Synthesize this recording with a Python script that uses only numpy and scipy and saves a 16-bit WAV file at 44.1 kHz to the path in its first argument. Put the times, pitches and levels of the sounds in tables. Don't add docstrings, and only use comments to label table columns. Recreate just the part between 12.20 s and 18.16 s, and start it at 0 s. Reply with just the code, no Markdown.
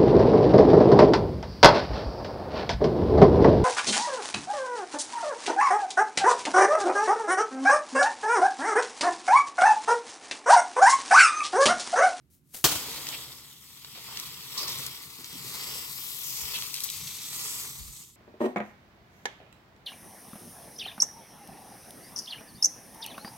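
import sys
import numpy as np
from scipy import signal
from scipy.fft import rfft, irfft
from scipy.io import wavfile
from scipy.ndimage import uniform_filter1d

SR = 44100
rng = np.random.default_rng(int(sys.argv[2]) if len(sys.argv) > 2 else 0)


def generate_wav(signal):
    frames = np.transpose(np.atleast_2d(signal))
    scaled = np.clip(frames, -1, 1) * 32767
    pcm = np.round(scaled).astype(np.int16)
    wavfile.write(sys.argv[1], SR, pcm)


N = 262791
TIME = np.arange(N) / SR
REFERENCE_SCRAPE_DB = -48


# start in seconds, relative level in dB, hold and t60 in seconds.
FRACTURES = [(0.4413, -14.5, 0.0099, 0.013), (0.453, -19.5, 0.0028, 0.16)]
# frequency in Hz, relative level in dB.
STALK_MODES = [(1447, -36), (3077, -32), (4342, -35.5), (5922, -40)]
# delay in seconds, gain in dB.
WALL_ECHOES = [(0.02, -16), (0.046, -9), (0.071, -9.5), (0.11, -13.5)]
# frequency in Hz, gain in dB.
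CRACK_SPECTRUM = [(30, -21), (70, -4), (165, -3.5), (220, -10), (300, -1), (530, -6.5), (1060, -2.5),
                  (1750, -7.5), (3190, -2.5), (8500, -3), (9200, -8), (16000, -5.5)]

def crack(gain_db=4.5, ring_t60=0.028, near_db=-2, tail_db=-8):
    stress = sum(from_db(db) * burst(s, hold, t60) for s, db, hold, t60 in FRACTURES)
    tearing = stress * grains(per_s=12000, spread_db=-3.5)
    echoes = sum(from_db(db) * np.interp(TIME - delay, TIME, tearing) for delay, db in WALL_ECHOES)
    volley = tearing + from_db(near_db) * scatter(tearing, t60=0.026) + scatter(echoes, t60=0.04)
    tail = from_db(tail_db) * scatter(tearing, t60=0.95)
    radius, ring = from_db(-60 / (ring_t60 * SR)), 0
    for hz, db in STALK_MODES:
        pole_real = radius * np.cos(2 * np.pi * hz / SR)
        ring += from_db(db - 6) * signal.lfilter([1, -pole_real], [1, -2 * pole_real, radius ** 2], volley)
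    return panned(from_db(gain_db) * coloured(volley + ring + tail, CRACK_SPECTRUM), pan_db=1)


# time of full speed, hold and rise in seconds, rustle level in dB, scrape and hiss in dB
# relative to the rustle, sizzle (the top octave) in dB relative to the hiss.
FROND_HEAVES = [(0.51, 0.43, 0.15, -44.5, -6, 1, -2), (1.948, 0.11, 0.59, -46.5, -6, -1, -0.5),
                (2.396, 0.21, 0.35, -42.5, -6.5, -3, 2.5), (3.362, 0.22, 0.68, -43.5, -5.5, 1.5, -2.5),
                (3.794, 0.37, 0.6, -48, -11.5, 0, 7), (4.338, 0.0082, 0.57, -41.5, -8.5, -5, 3.5),
                (4.652, 0.48, 0.87, -46.5, -11, 4.5, -4.5), (5.19, 0.23, 0.32, -46, -6, 8, -3),
                (5.768, 0.0018, 0.21, -60.5, -29, 16, -24)]

def friction(rise_db=19.5, settle_db_per_s=43, loosen_s=0.044, gone_s=5.828, vanish_db_per_s=67):
    power = from_db([[-68.5], [-63], [-57], [-57]]) ** 2
    for start, hold, rise, db, weight, bright, sizzle in FROND_HEAVES:
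        gathering_db = rise_db * np.maximum(start - TIME, 0) / rise
        settling_db = settle_db_per_s * np.maximum(TIME - start - hold, 0)
        shares = from_db([[weight], [0], [bright], [bright + sizzle]])
        power = power + (shares * from_db(db - gathering_db - settling_db)) ** 2
    loose = np.clip((TIME - FRACTURES[0][0]) / loosen_s, 0, 1)
    in_earshot = from_db(-vanish_db_per_s * np.maximum(TIME - gone_s, 0))
    return loose * in_earshot * np.sqrt(power)


# frequency in Hz, gain in dB.
RIB_SPECTRUM = [(430, 4), (560, -16.5), (680, -12.5), (950, -0.5), (1200, 0.5), (1600, -8.5), (2050, 0.5),
                (2500, -7.5)]
# frequency in Hz, gain in dB.
LEAF_SPECTRUM = [(2400, -1.5), (2900, 0), (3500, 4), (4150, 2), (4900, 4), (6500, -1.5), (8350, -2.5),
                 (9300, -12), (10200, -9), (12200, 0), (14200, -1.5), (15600, -3)]

def frond(scrape_gain, rustle_gain, hiss_gain, sizzle_gain, catch_db=0.9, flutter_db=0.9, sizzle_hz=9300):
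    grip = from_db(catch_db * drift(rate=37))
    scrape = register(rubbing(per_s=2500, spread_db=3, wet_db=1), RIB_SPECTRUM, band_hz=(460, 2770))
    rustle = register(rubbing(per_s=3000, spread_db=2, wet_db=0.5), LEAF_SPECTRUM, band_hz=(2270, 6270))
    tips = grains(per_s=9000, spread_db=2.5)
    hiss = register(tips + from_db(-1) * scatter(tips, t60=0.28), LEAF_SPECTRUM, band_hz=(6530, 19800))
    scrape *= scrape_gain * from_db(flutter_db * drift(rate=33))
    rustle *= rustle_gain * from_db(flutter_db * drift(rate=67) - 0.57)
    hiss = hiss_gain * cut(hiss, sizzle_hz, "low") + sizzle_gain * cut(hiss, sizzle_hz, "high")
    return grip * (ears(scrape) + swaying(ears(rustle) + shaded(hiss)))


# time in seconds, frequency in Hz.
LEAF_RESONANCE = [(2.6, 3506), (3.45, 4830), (3.9, 5570), (5.7, 6186)]

def leaf_rub(rustle_gain, level_db=-5.5, half_width_hz=520):
    hz, = in_time(LEAF_RESONANCE)
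    carrier = np.cos(2 * np.pi * np.cumsum(hz) / SR)
    direct = carrier * cut(grains(per_s=1200, spread_db=1), half_width_hz, "low", order=2)
    diffuse = carrier * cut(rng.standard_normal((2, N)), half_width_hz, "low", order=2)
    ring = from_frond(direct) + diffuse
    return from_db(level_db) * rustle_gain * ears(ring / ring.std())


# start and length in seconds, level in dB.
CRUSHES = [(2.376, 0.28, -42), (4.336, 0.1, -41), (4.53, 0.19, -44.5)]

def crackle(t60=0.0059):
    crinkle, decay = 0, from_db(-120 / (t60 * SR))
    for hz in np.geomspace(3300, 8000, 4):
        energy = signal.lfilter([1], [1, -decay], grains(per_s=60, spread_db=2.5) ** 2 + 1e-18)
        flicks = np.sqrt(energy) * rng.standard_normal(N)
        crinkle += around(flicks, hz, width=np.sqrt(2)) / np.sqrt(hz)
    crushing = sum(from_db(db) * burst(s, length, t60=0.1) for s, length, db in CRUSHES)
    return crushing * ears(from_frond(rms_one(crinkle)))


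# start in seconds, relative level in dB, centre in Hz.
LEAFLET_SNAPS = [(0.869, -24, 3540), (0.888, -20, 7040), (1.6466, -28.5, 2600), (1.972, -26, 3700),
                 (1.9986, -21, 6900), (2.392, -22.5, 4500), (2.5197, -26, 4140), (2.5874, -37, 4000),
                 (2.602, -26, 12500), (2.6642, -20, 7540), (2.6677, -27, 7000), (3.044, -28, 4500),
                 (4.4136, -29, 6000), (4.4224, -25, 3700), (4.5415, -17.5, 6260), (4.563, -26, 5230),
                 (4.604, -21, 6800), (4.6365, -15.5, 10100), (4.641, -15.5, 11540), (4.646, -19, 13000),
                 (4.69, -31, 2900), (4.7004, -21, 7000), (4.876, -28.5, 4150), (5.146, -26, 8030)]

def snaps(gain_db=-5.5, wet_db=-14, hold=0.001, size=4000):
    direct = burst(0, hold, t60=0.0071)[:size]
    tail = from_db(wet_db) * burst(0, hold, t60=0.07)[:size]
    envelopes, clicks = np.array([direct, tail, tail]), np.zeros((3, N))
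    for s, db, hz in LEAFLET_SNAPS:
        noise = around(rng.standard_normal((3, size)), hz, width=1.8)
        first = int(s * SR)
        clicks[:, first:first + size] += from_db(db + gain_db) * envelopes * noise / noise.std()
    stereo = from_frond(clicks[0]) + clicks[1:]
    return shaded(ears(coloured(stereo, LEAF_SPECTRUM)), lower_share=0)


# start and length in seconds, centre in Hz, level in dB, half-width as a frequency ratio.
CATCHES = [(0.926, 0.014, 2900, -38.5, 1.28), (1.748, 0.04, 3200, -50.5, 1.4),
           (1.756, 0.032, 700, -52.5, 1.75), (1.885, 0.033, 1060, -49.5, 1.4),
           (2.375, 0.02, 4900, -36, 1.17), (2.409, 0.031, 4970, -38.5, 1.08),
           (2.474, 0.025, 4750, -38.5, 1.2), (2.361, 0.14, 1056, -47.5, 1.12),
           (4.04, 0.19, 6300, -43, 1.24), (4.343, 0.018, 3230, -34.5, 1.25),
           (5.194, 0.15, 6550, -43.5, 1.47)]

def rasps():
    slips = rubbing(per_s=1200, spread_db=3, wet_db=5)
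    return sum(swell(slips, *row, t60=0.12) for row in CATCHES)


def stalk_rub(scrape_gain, level_db=-55, load_exponent=2.9):
    slips = rubbing(per_s=750, spread_db=1.5, wet_db=5.5)
    start, hold = FROND_HEAVES[0][:2]
    in_crown = swell(slips, start, hold, hz=540, db=-52, width=2.26, t60=1)
    pressed = from_db(level_db) * (scrape_gain / from_db(REFERENCE_SCRAPE_DB)) ** load_exponent
    return in_crown + pressed * rms_one(cut(slips, [225, 600], "band", order=3))


# time in seconds, level in dB.
SWISH_LEVELS = [(0.098, -81), (0.103, -67), (0.14, -60), (0.22, -79.5), (0.305, -64), (0.332, -54),
                (0.346, -38), (0.39, -43.5), (0.425, -49.5)]
# frequency in Hz, gain in dB.
SWISH_SPECTRUM = [(300, -11), (870, -12), (1660, -12), (7200, -8), (12300, -6), (16000, -9)]

def swish(wet_db=-2, light_hz=5500):
    level_db, = in_time(SWISH_LEVELS)
    slips = grains(per_s=25000, spread_db=6)
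    leaves = rms_one(coloured(slips + from_db(wet_db) * scatter(slips, t60=0.05), SWISH_SPECTRUM))
    pressure = from_db((level_db - level_db.max()) / 2)
    leaves -= (1 - pressure) * cut(leaves, light_hz, "low", order=1)
    return panned(leaves, pan_db=3) * from_db(level_db) * (TIME < FRACTURES[0][0])


# start in seconds, centre in Hz, level in dB.
SLAB_KNOCKS = [(2.41, 422, -52), (2.48, 400, -53.5), (2.855, 142, -58.5), (2.986, 285, -53.5),
               (3.13, 233, -51.5), (3.245, 325, -52.5)]

def bumps(length=0.022):
    push = ears(np.tile(rng.standard_normal(N), (2, 1)))
    return sum(swell(push, s, length, hz, db, width=1.36, t60=0.23) for s, hz, db in SLAB_KNOCKS)


# start and length in seconds, centre in Hz, level in dB.
SOFT_THUMPS = [(2.523, 0.071, 130, -51.5), (3.159, 0.18, 143, -55.5), (4.206, 0.047, 62.4, -51),
               (4.734, 0.076, 70, -56), (4.808, 0.041, 131, -50), (5.575, 0.12, 59.7, -47),
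               (5.562, 0.24, 124, -58.5)]

def thumps(side_db=-4):
    white = rng.standard_normal((3, N))
    push = white[0] + from_db(side_db) * white[1:]
    return sum(swell(push, *row, width=1.28, t60=0.22, rise_samples=1200) for row in SOFT_THUMPS)


# frequency in Hz, gain in dB.
RUMBLE_SPECTRUM = [(25, -22.5), (75, -0.5), (105, -7), (131, 5.5), (143, 1.5), (158, 1), (195, -5),
                   (340, -7.5), (440, -20.5), (620, -27.5), (1300, -78)]

def rumble(scrape_gain, steady_db=-65, drag_db=-54.5, drag_exponent=0.6, side_db=-13):
    dragged = from_db(drag_db) * (scrape_gain / from_db(REFERENCE_SCRAPE_DB)) ** drag_exponent
    white = rng.standard_normal((3, N))
    noise = rms_one(coloured(white[0] + from_db(side_db) * white[1:], RUMBLE_SPECTRUM))
    return ears(noise * np.hypot(from_db(steady_db), dragged))


# time in seconds, lead of the left ear in ms, left over right in dB.
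FROND_BEARING = [(0.4, 0.054, 10), (1.2, 0.064, 6.5), (2.4, 0.1, 11.5), (3.6, 0.19, 11), (4.6, 0.068, 16.5),
                 (5.15, -0.1, 2.5), (5.8, -0.26, 1)]

def from_frond(x):
    lead_s = in_time(FROND_BEARING)[0] / 1000
    return np.array([np.interp(TIME + side * lead_s / 2, TIME, x) for side in (1, -1)])


def shaded(x, edge_hz=9300, lower_share=0.52, facing=0.2):
    pan_db = in_time(FROND_BEARING)[1]
    top = cut(x, edge_hz, "high") * from_db(facing * (pan_db - pan_db.mean()))
    return panned(top, pan_db) + panned(cut(x, edge_hz, "low"), lower_share * pan_db)


# frequency in Hz, left over right in dB.
EAR_BALANCE = [(130, -6), (700, 2.5), (1200, -1.5), (1800, 4), (3400, -5), (6300, 3.5)]

def ears(x):
    return np.array([coloured(side, [(hz, sign * db / 2) for hz, db in EAR_BALANCE])
                     for side, sign in zip(x, (1, -1))])


def swaying(x, delay_s=0.0004, sway_s=0.00008, share=0.25):
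    late = TIME - delay_s - sway_s * drift(rate=2.05)
    reflection = np.array([np.interp(late, TIME, side) for side in x])
    return (x + share * reflection) / np.hypot(1, share)


def near_surfaces(x, level_db=-15, t60=0.071, size=1200):
    response = cut(rng.standard_normal((2, size)), 1500, "high", order=2) * burst(0, 0, t60)[:size]
    response /= np.sqrt(np.sum(response ** 2, axis=1, keepdims=True))
    return x + from_db(level_db) * signal.fftconvolve(x, response, axes=1)[:, :N]


def scatter(x, t60, split_hz=1550):
    decay = from_db(-120 / (t60 * SR))
    energy = signal.lfilter([1 - decay], [1, -decay], x ** 2 + 1e-18)
    white = rng.standard_normal((3, N))
    field = cut(white[:2], split_hz, "high", order=2) + cut(white[2], split_hz, "low", order=2)
    return np.sqrt(energy) * field


def rubbing(per_s, spread_db, wet_db):
    slips = grains(per_s, spread_db)
    return from_frond(slips) + from_db(wet_db) * scatter(slips, t60=0.074)


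def grains(per_s, spread_db):
    sizes = from_db(spread_db * np.minimum(rng.exponential(1, N), 4.5)) * rng.choice([-1, 1], N)
    return rms_one(sizes * (rng.random(N) < per_s / SR))


def drift(rate):
    pole = np.exp(-80 * np.pi * rate / SR)
    slow = signal.lfilter([1], [1, -2 * pole, pole ** 2], rng.standard_normal(N // 40 + 2002))[2000:]
    return np.interp(np.arange(N) / 40, np.arange(len(slow)), rms_one(slow))


def swell(x, start, length, hz, db, width, t60, rise_samples=300):
    envelope = uniform_filter1d(burst(start, length, t60), size=rise_samples)
    first = max(int(start * SR) - SR // 10, 0)
    span, band = slice(first, first + SR), np.zeros((2, N))
    band[:, span] = rms_one(around(x[:, span], hz, width))
    return from_db(db) * envelope * band


def burst(start, hold, t60):
    return (TIME >= start) * from_db(-60 * np.maximum(TIME - start - hold, 0) / t60)


def register(x, spectrum, band_hz):
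    return rms_one(cut(coloured(x, spectrum), band_hz, "band", order=5))


def coloured(x, spectrum, size=8192):
    hz, db = np.transpose(spectrum)
    grid = np.maximum(np.arange(size // 2 + 1) * SR / size, 1)
    cepstrum = irfft(np.log(from_db(np.interp(np.log(grid), np.log(hz), db))))
    cepstrum[1:size // 2] *= 2
    cepstrum[size // 2 + 1:] = 0
    response = irfft(np.exp(rfft(cepstrum)))
    return signal.fftconvolve(np.atleast_2d(x), response[None], axes=1)[:, :N].reshape(x.shape)


def around(x, hz, width):
    return cut(x, [hz / width, hz * width], "band", order=2)


def cut(x, hz, kind, order=4):
    sections = signal.butter(order, np.clip(hz, 10, SR / 2 - 100), kind, fs=SR, output="sos")
    return signal.sosfilt(sections, x + 1e-18)


def panned(x, pan_db):
    left = 2 / (1 + from_db(-pan_db))
    return x * np.array([left, 2 - left]).reshape(2, -1)


def in_time(rows):
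    s, *columns = np.transpose(rows)
    return [np.interp(TIME, s, column) for column in columns]


def rms_one(x):
    return x / np.sqrt(np.mean(np.atleast_2d(x).mean(0) ** 2) + 1e-20)


def from_db(db):
    return 10 ** (np.asarray(db) / 20)


def scene():
    scrape_gain, rustle_gain, hiss_gain, sizzle_gain = friction()
    air = from_db(-70) * cut(rng.standard_normal((2, N)), 1800, "low", order=1)
    sliding = frond(scrape_gain, rustle_gain, hiss_gain, sizzle_gain)
    leaves = sliding + leaf_rub(rustle_gain) + crackle() + rasps() + snaps()
    palm = swish() + crack() + stalk_rub(scrape_gain) + leaves
    return near_surfaces(palm) + rumble(scrape_gain) + thumps() + bumps() + air


def record(dry, cutoff_hz=15900):
    return signal.sosfilt(signal.ellip(10, 0.1, 80, cutoff_hz, fs=SR, output="sos"), np.tanh(dry))


dry = scene()
out = record(dry)
generate_wav(out)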